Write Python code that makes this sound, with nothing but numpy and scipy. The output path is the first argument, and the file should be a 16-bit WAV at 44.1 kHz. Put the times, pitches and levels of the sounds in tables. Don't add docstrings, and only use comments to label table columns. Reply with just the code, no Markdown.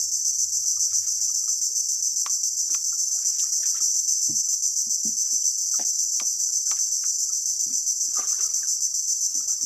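import sys
import numpy as np
from scipy import signal
from scipy.fft import rfft, irfft, next_fast_len
from scipy.io import wavfile

SR = 44100
rng = np.random.default_rng(int(sys.argv[2]) if len(sys.argv) > 2 else 0)


def dump_mix(stems):
    frames = np.atleast_2d(stems).T
    limited = np.clip(frames, -1, 1)
    pcm = np.round(limited * 32767).astype(np.int16)
    wavfile.write(sys.argv[1], SR, pcm)


N = 425565
T = np.arange(N) / SR


def undb(db):
    return 10 ** (np.asarray(db) / 20)


def unit(x):
    return x / np.sqrt(np.mean(x ** 2))


def curve(rows):
    return undb(np.interp(T, *np.transpose(rows)))


def wander(seconds):
    window = np.hanning(int(seconds * SR))
    return unit(signal.fftconvolve(rng.standard_normal(N), window, "same"))


def add(out, start_s, x):
    i = int(start_s * SR)
    if 0 <= i < N:
        out[i:i + len(x)] += x[:N - i]


def ring(x, response):
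    return signal.fftconvolve(x, response)[:N]


def colour(x, points):
    hz, db = np.transpose(points)
    size = next_fast_len(N, True)
    f = np.maximum(np.fft.rfftfreq(size, 1 / SR), 1)
    gain = undb(np.interp(np.log(f), np.log(hz), db))
    return irfft(rfft(x, size) * gain, size)[:N]


def thicket(t60, gap, count=400):
    t = rng.uniform(0, t60, count)
    places = np.clip((t + gap) * SR, 0, SR - 1).astype(int)
    response = np.zeros(SR)
    np.add.at(response, places, rng.standard_normal(count) * 1000 ** (-t / t60))
    return response / np.linalg.norm(response)


def swaying(x, t60, gap, count=3):
    weights = np.array([wander(0.64) for _ in range(count)])
    weights /= np.linalg.norm(weights, axis=0)
    return sum(w * ring(x, thicket(t60, gap)) for w in weights)


def bubble(hz, cycles, glide):
    t60 = cycles / hz
    t = np.arange(int(t60 * SR)) / SR
    knots = np.linspace(0, t60, 24)
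    wobble, swell = (np.interp(t, knots, row) for row in rng.standard_normal((2, len(knots))))
    pitch = hz * 2 ** (glide * t + .08 * wobble)
    tone = np.sin(2 * np.pi * np.cumsum(pitch) / SR)
    onset = 1 - np.exp(-t * hz)
    return tone * undb(2.0 * swell) * 1000 ** (-t / t60) * onset


# pitch_hz [Hz], relative level_db [dB]
AIR_COLOUR = [(15, -11), (40, -11), (80, -1.5), (130, -5), (250, -9), (500, -17.5), (1000, -17),
              (1230, -18.5), (1550, -21), (3000, -20.5), (8000, -16)]


def air():
    return undb(-64.0) * unit(colour(rng.standard_normal(N), AIR_COLOUR))


# start_s [s], level_db [dB]
MOTOR_LEVEL = [(0, -70), (.9, -64.5), (1.6, -71), (2.3, -83), (2.9, -67), (3.4, -85), (9.65, -77)]
MOTOR_HZ = 92.5


def motor():
    hum = np.sqrt(2) * np.sin(2 * np.pi * MOTOR_HZ * T)
    return curve(MOTOR_LEVEL) * (1 + 0.85 * wander(0.08)) * hum


# start_s [s], peak level_db [dB], length_s [s], start_hz [Hz], end_hz [Hz] (roughly)
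WHISTLES = [(5.9, -60, 0.15, 4030, 3920), (7.365, -65, 0.31, 3960, 4020), (9.133, -59, 0.27, 4060, 4180)]


def bird():
    out = np.zeros(N)
    for s, db, length, start_hz, end_hz in WHISTLES:
        n = int(length * SR)
        hz = start_hz + (end_hz - start_hz) * np.sin(np.linspace(0, 2, n))
        add(out, s, undb(db) * np.hanning(n) * np.sin(2 * np.pi * np.cumsum(hz) / SR))
    return out


# crest_s [s], relative level_db [dB], settling_s [s]
STROKES = [(0.919, -59, 0.038), (1.05, -63, 0.054), (1.29, -66, .35), (2.0, -66.5, 0.062),
           (2.7, -60.5, 0.092), (3.199, -63.5, 0.3), (3.441, -63, 0.081), (3.67, -57.5, 0.092),
           (3.78, -56, 0.049), (4.48, -66, .06), (5.29, -72.5, .15), (6.8, -64, 0.27), (7.71, -69, 0.056),
           (8.2, -51.5, .17), (8.42, -55, 0.14), (8.64, -61, .1), (9.38, -64, 0.48)]
SWELL_SHARE, CALM_DB = .35, -76


def stirring():
    power = undb(CALM_DB) ** 2
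    for s, db, settle in STROKES:
        fade = np.maximum(T - s, (s - T) / SWELL_SHARE) / settle
        power = power + (undb(db) * np.exp(-np.minimum(fade, 20))) ** 2
    return np.sqrt(power)


# pitch_hz [Hz], relative level_db [dB]
SPRAY_COLOUR = [(100, 0), (300, -9.5), (700, -5), (950, -8.5), (1230, 10), (1550, 3), (2400, 0), (4000, 4),
                (9000, -33)]
SPRAY_FLICKER_DB = 2


def water(count=9000):
    fizz, stir = np.zeros(N), stirring()
    for when, pitch, loud, chance in rng.random((count, 4)):
        hz = 380 * 8 ** pitch
        if chance < .03 + stir[int(when * N)] / undb(-50):
            add(fizz, when * N / SR, undb(16 * loud) * bubble(hz, cycles=82, glide=1.6))
    spray = rng.standard_normal(N)
    stirred = colour(undb(-5.5) * fizz + undb(4) * spray, SPRAY_COLOUR)
    flicker = undb(SPRAY_FLICKER_DB * wander(0.055))
    return undb(-2.5) * stirred * flicker * stir


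# start_s [s], approximate peak level_db [dB], starting pitch_hz [Hz]
DRIPS = [(.2, -58.5, 1720), (.54, -56.5, 1001), (.769, -46, 1207), (1.22, -54, 760), (1.477, -46, 1270),
         (2.926, -41.5, 1307), (3.15, -51, 658), (3.532, -51, 1900), (3.6, -53, 603), (3.632, -40, 1780),
         (3.746, -40, 1310), (5.431, -49.5, 3130), (5.74, -36.5, 1282), (6.487, -52, 1443),
         (6.674, -49.5, 1546), (7.296, -46.5, 1313), (8.169, -28.5, 1197), (8.182, -41, 679),
         (8.193, -35, 1163), (8.4, -42, 1324), (8.63, -36, 1584), (9.402, -50, 1265), (9.477, -50, 698),
         (9.492, -47.5, 1290)]
DRIP_CYCLES, DRIP_GLIDE = 108, 1.53


def drips():
    out = np.zeros(N)
    for s, db, hz in DRIPS:
        add(out, s, undb(db) * bubble(hz, DRIP_CYCLES, DRIP_GLIDE))
    return out


# start_s [s], approximate peak level_db [dB], starting pitch_hz [Hz]
GULPS = [(1.699, -55.5, 444), (1.785, -50.5, 461), (2.122, -58, 280), (2.703, -51, 324), (7.654, -49, 331),
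         (7.7, -44, 282.5), (9.35, -41.5, 303), (9.616, -50, 298)]
GULP_CYCLES, GULP_GLIDE = 62, -6


def gulps():
    out = np.zeros(N)
    for s, db, hz in GULPS:
        add(out, s, undb(db) * bubble(hz, GULP_CYCLES, GULP_GLIDE))
    return out


# start_s [s], level_db [dB], length_s [s]
RUSTLES = [(0.88, -63, 0.11), (1.01, -63.5, 0.079), (1.16, -68, 0.07), (3.213, -62, 0.084),
           (3.299, -62.5, 0.2), (3.616, -55, 0.068), (3.74, -53, 0.06), (4.158, -70, .08),
           (5.219, -66, 0.096), (5.792, -54.5, .05), (6.762, -55, 0.029), (7.714, -64, 0.019),
           (8.379, -56, 0.06), (8.859, -63.5, 0.021)]
RUSTLE_HZ, TICKS_PER_S = 2567, 1400


def fronds():
    out = np.zeros(N)
    for s, db, length in RUSTLES:
        rustle = np.zeros(SR // 2)
        for place, pitch, loud in rng.random((int(length * TICKS_PER_S) + 3, 3)):
            tick = bubble(RUSTLE_HZ * 2 ** (1.5 * (pitch - .5)), cycles=34.4, glide=0)
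            swell = np.sin(np.pi * place) ** .5
            add(rustle, place * min(length, .4), undb(11 * loud) * swell * tick)
        add(out, s, undb(db) * rustle * np.sqrt(length * SR) / np.linalg.norm(rustle))
    return out


# start_s [s] (sounded 3 ms early), peak level_db [dB], brightness [dB per octave]
BUMPS = [(2.71, -52.5, 1), (3.814, -47, 7.5), (4.284, -42, 6), (4.296, -29.5, -9.5), (4.869, -43.5, -9),
         (5.052, -30, -5), (5.085, -35.5, -10.5), (5.331, -44.5, -1), (5.793, -30, 13.5),
         (6.212, -38, 14.5), (6.714, -41, 17), (7.665, -43, -7), (8.08, -50, 1), (8.185, -33.5, 15.5),
         (9.627, -43, -12)]
# pitch_hz [Hz], relative level_db before brightness [dB], time to fade 60 dB [s]
TUB_MODES = [(138, -14.5, 0.21), (156, -8, 0.06), (212.3, -4, 0.13), (232, -0.5, 0.16), (290.7, 0.5, 0.097),
             (342.5, -6, 0.13), (439, -11.5, 0.1), (547, -9, 0.083), (742, -14.5, 0.11),
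             (842, -19.5, 0.063)]


def tub():
    out, t = np.zeros(N), T[:SR // 3]
    for s, db, tilt_db in BUMPS:
        knock = np.zeros(len(t))
        for hz, mode_db, t60 in TUB_MODES:
            bent_hz = hz * (1 + 0.022 * rng.standard_normal())
            tone = np.sin(2 * np.pi * (bent_hz * t + rng.random()))
            knock += undb(mode_db + tilt_db * np.log2(hz)) * 1000 ** (-t / t60) * tone
        thud = signal.lfilter(*signal.butter(1, [130, 380], "band", fs=SR), rng.standard_normal(len(t)))
        thud = signal.lfilter(*signal.butter(3, 1100, fs=SR), thud)
        thud = unit(thud) * np.exp(-t / 0.015)
        soft_onset = 1 - np.exp(-(t / 0.005) ** 2)
        knock = (knock / abs(knock).max() + 0.08 * thud) * soft_onset
        add(out, s - .003, undb(db) * knock / abs(knock).max())
    return out


# start_s [s], relative level_db [dB], pitch_hz [Hz], time to fade 60 dB [s],
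# relative splinter_db [dB]
SNAPS = [(2.262, -18, 1162, 0.044, -14), (2.745, -21, 1250, 0.036, -15), (3.394, -36.5, 3650, 0.051, -11.5),
         (5.792, -30, 744, 0.12, -17), (5.794, -37, 1630, 0.068, -19), (6.199, -25.5, 1182, 0.069, -4.5),
         (6.713, -26.5, 1186, 0.083, -4), (7.035, -31, 1434, 0.083, -19)]
# pitch_hz [Hz], relative level_db [dB]
SNAP_COLOUR = [(100, -17), (600, -4), (1000, -6.0), (1700, -3.5),
               (2250, 7.0), (2900, 4.0), (8000, 3.5), (15000, -20.0)]


def stalks():
    out, t = np.zeros(N), T[:SR // 4]
    for s, db, hz, t60, splinter_db in SNAPS:
        crack = rng.standard_normal(len(t)) * (np.exp(-t / .002) + .22 * np.exp(-t / .01))
        band = signal.butter(2, [hz * 0.81, hz * 1.112], "band", fs=SR)
        wood = unit(signal.lfilter(*band, rng.standard_normal(len(t))))
        wood *= 1000 ** (-t / t60) * (1 - np.exp(-t * hz))
        add(out, s, undb(db) * (undb(-4.5) * wood + undb(splinter_db + 5.5) * crack))
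    return colour(out, SNAP_COLOUR)


# pitch_hz [Hz], width scale [Hz], relative level_db [dB]
BODY = [(5010, 845, -19), (5624, 512, -9), (5993, 372, -1.5), (6165, 307, -1.5), (6690, 41, -6),
        (7090, 255, -7.5), (7380, 632, -8.5), (7820, 170, -17.5), (8265, 440, -21.5), (9100, 850, -33.5),
        (11320, 1040, -28), (12200, 830, -27.5), (14730, 400, -26.5), (16200, 1300, -57)]


def abdomen(size=2048):
    f = np.fft.rfftfreq(size, 1 / SR)
    power = sum(undb(db) ** 2 / (1 + ((f - hz) / width * 1.214) ** 2) ** 3 for hz, width, db in BODY)
    edge_hz = 4620
    power = power / (1 + (edge_hz / np.maximum(f, edge_hz / 2)) ** 50) + 1e-12
    cepstrum = irfft(np.log(power))[:size // 2]
    cepstrum[0] /= 2
    response = irfft(np.exp(rfft(cepstrum, size)))
    return response / np.linalg.norm(response)


# start_s [s], beat_s from chirp to chirp [s]
RUNS = [(-.017, .133), (.249, .1366), (2.161, .136), (3.806, .1363), (5.986, .1338), (6.914, .1358),
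        (8.538, .1342)]


def beats():
    ends = [start for start, _ in RUNS[1:]] + [N / SR + RUNS[-1][1] / 2]
    runs = [np.arange(start, end - beat / 2, beat) for (start, beat), end in zip(RUNS, ends)]
    return np.concatenate(runs)


RIB_COUNT, RIB_DB, LAST_RIB_DB = 15, -0.42, -6.5


def tymbal(starts, click_hz, chirp_scatter_db, rib_scatter_db, jitter_ms, after):
    out = np.zeros(N)
    for s in starts:
        pace_hz = click_hz * (1 + .005 * rng.standard_normal())
        chirp_db = RIB_DB + chirp_scatter_db * rng.standard_normal()
        for k, (late, loud, lag) in enumerate(rng.standard_normal((RIB_COUNT, 3))):
            when = s + k / pace_hz + late * jitter_ms / 1000
            last_db = LAST_RIB_DB * (k == RIB_COUNT - 1)
            click = undb([chirp_db + rib_scatter_db * loud + last_db])
            add(out, when, click)
            add(out, when + .0006 + .00012 * lag, after * click)
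    return out


CLICK_HZ = 225.7
# lag_s [s], relative level_db [dB]
NEIGHBOURS = [(.003, -2.5), (.009, 3.5), (0.039, -16.5), (0.063, -3.5), (0.068, 1), (.075, 2)]
# start_s [s], relative level_db [dB]
CHORUS_LEVEL = [(0, -26.5), (1.3, -25), (2.2, -26.5), (4.1, -24), (4.5, -26.5), (5.6, -24.5), (7.4, -25.5),
                (9.65, -27.5)]
CHORUS_SCATTER_DB = 1.5
HUSH_DB, HUSH_LEAD_S, HUSH_S = -3, .021, 0.027


def cicada_chorus(starts):
    others = np.zeros(N)
    for lag, db in NEIGHBOURS:
        answers = starts + lag + .003 * rng.standard_normal(len(starts))
        click_hz = CLICK_HZ * rng.uniform(.92, 1.08)
        others += undb(db) * tymbal(answers, click_hz, CHORUS_SCATTER_DB,
                                    rib_scatter_db=0.8, jitter_ms=.1, after=0.46)
    others = unit(others + undb(4.0) * swaying(others, t60=.04, gap=.001))
    chorus = undb(-3.2) * (others + .75 * rng.standard_normal(N))
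    hush = np.zeros(N)
    for s in starts:
        add(hush, s - HUSH_LEAD_S, np.hanning(int(HUSH_S * SR)))
    chorus *= curve(CHORUS_LEVEL) * undb(HUSH_DB * hush)
    return colour(chorus, [(4500, 1), (6000, 0), (7300, -1), (12000, 0), (15000, -3)])


# start_s [s], relative level_db [dB]
SINGER_LEVEL = [(0, -24), (2.5, -24.5), (3.5, -24), (3.95, -22.5), (4.9, -23.5), (5.3, -24.5), (7, -25.5),
                (7.6, -24.5), (9.65, -24)]
SINGER_SCATTER_DB = .5


def near_cicada(starts):
    near = tymbal(starts, CLICK_HZ, SINGER_SCATTER_DB, rib_scatter_db=1.2, jitter_ms=.04, after=0.38)
    near *= curve(SINGER_LEVEL)
    close_echoes = undb(-5) * swaying(near, t60=.05, gap=.0015)
    far_echoes = undb(-15) * swaying(near, t60=.22, gap=.015)
    return undb(21.3) * (near + close_echoes + far_echoes)


def cicadas():
    starts = beats()
    return ring(cicada_chorus(starts) + near_cicada(starts), abdomen())


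def scene():
    work = water() + drips() + gulps() + fronds() + tub() + stalks()
    bank = undb(-17.5) * ring(work, thicket(t60=0.26, gap=0.0073, count=1500))
    return (air() + motor() + bird() + work + bank + cicadas())[None]


def record(dry):
    return signal.sosfilt(signal.ellip(12, .2, 80, 15500, fs=SR, output="sos"), dry)


dry = scene()
out = record(dry)
dump_mix(out)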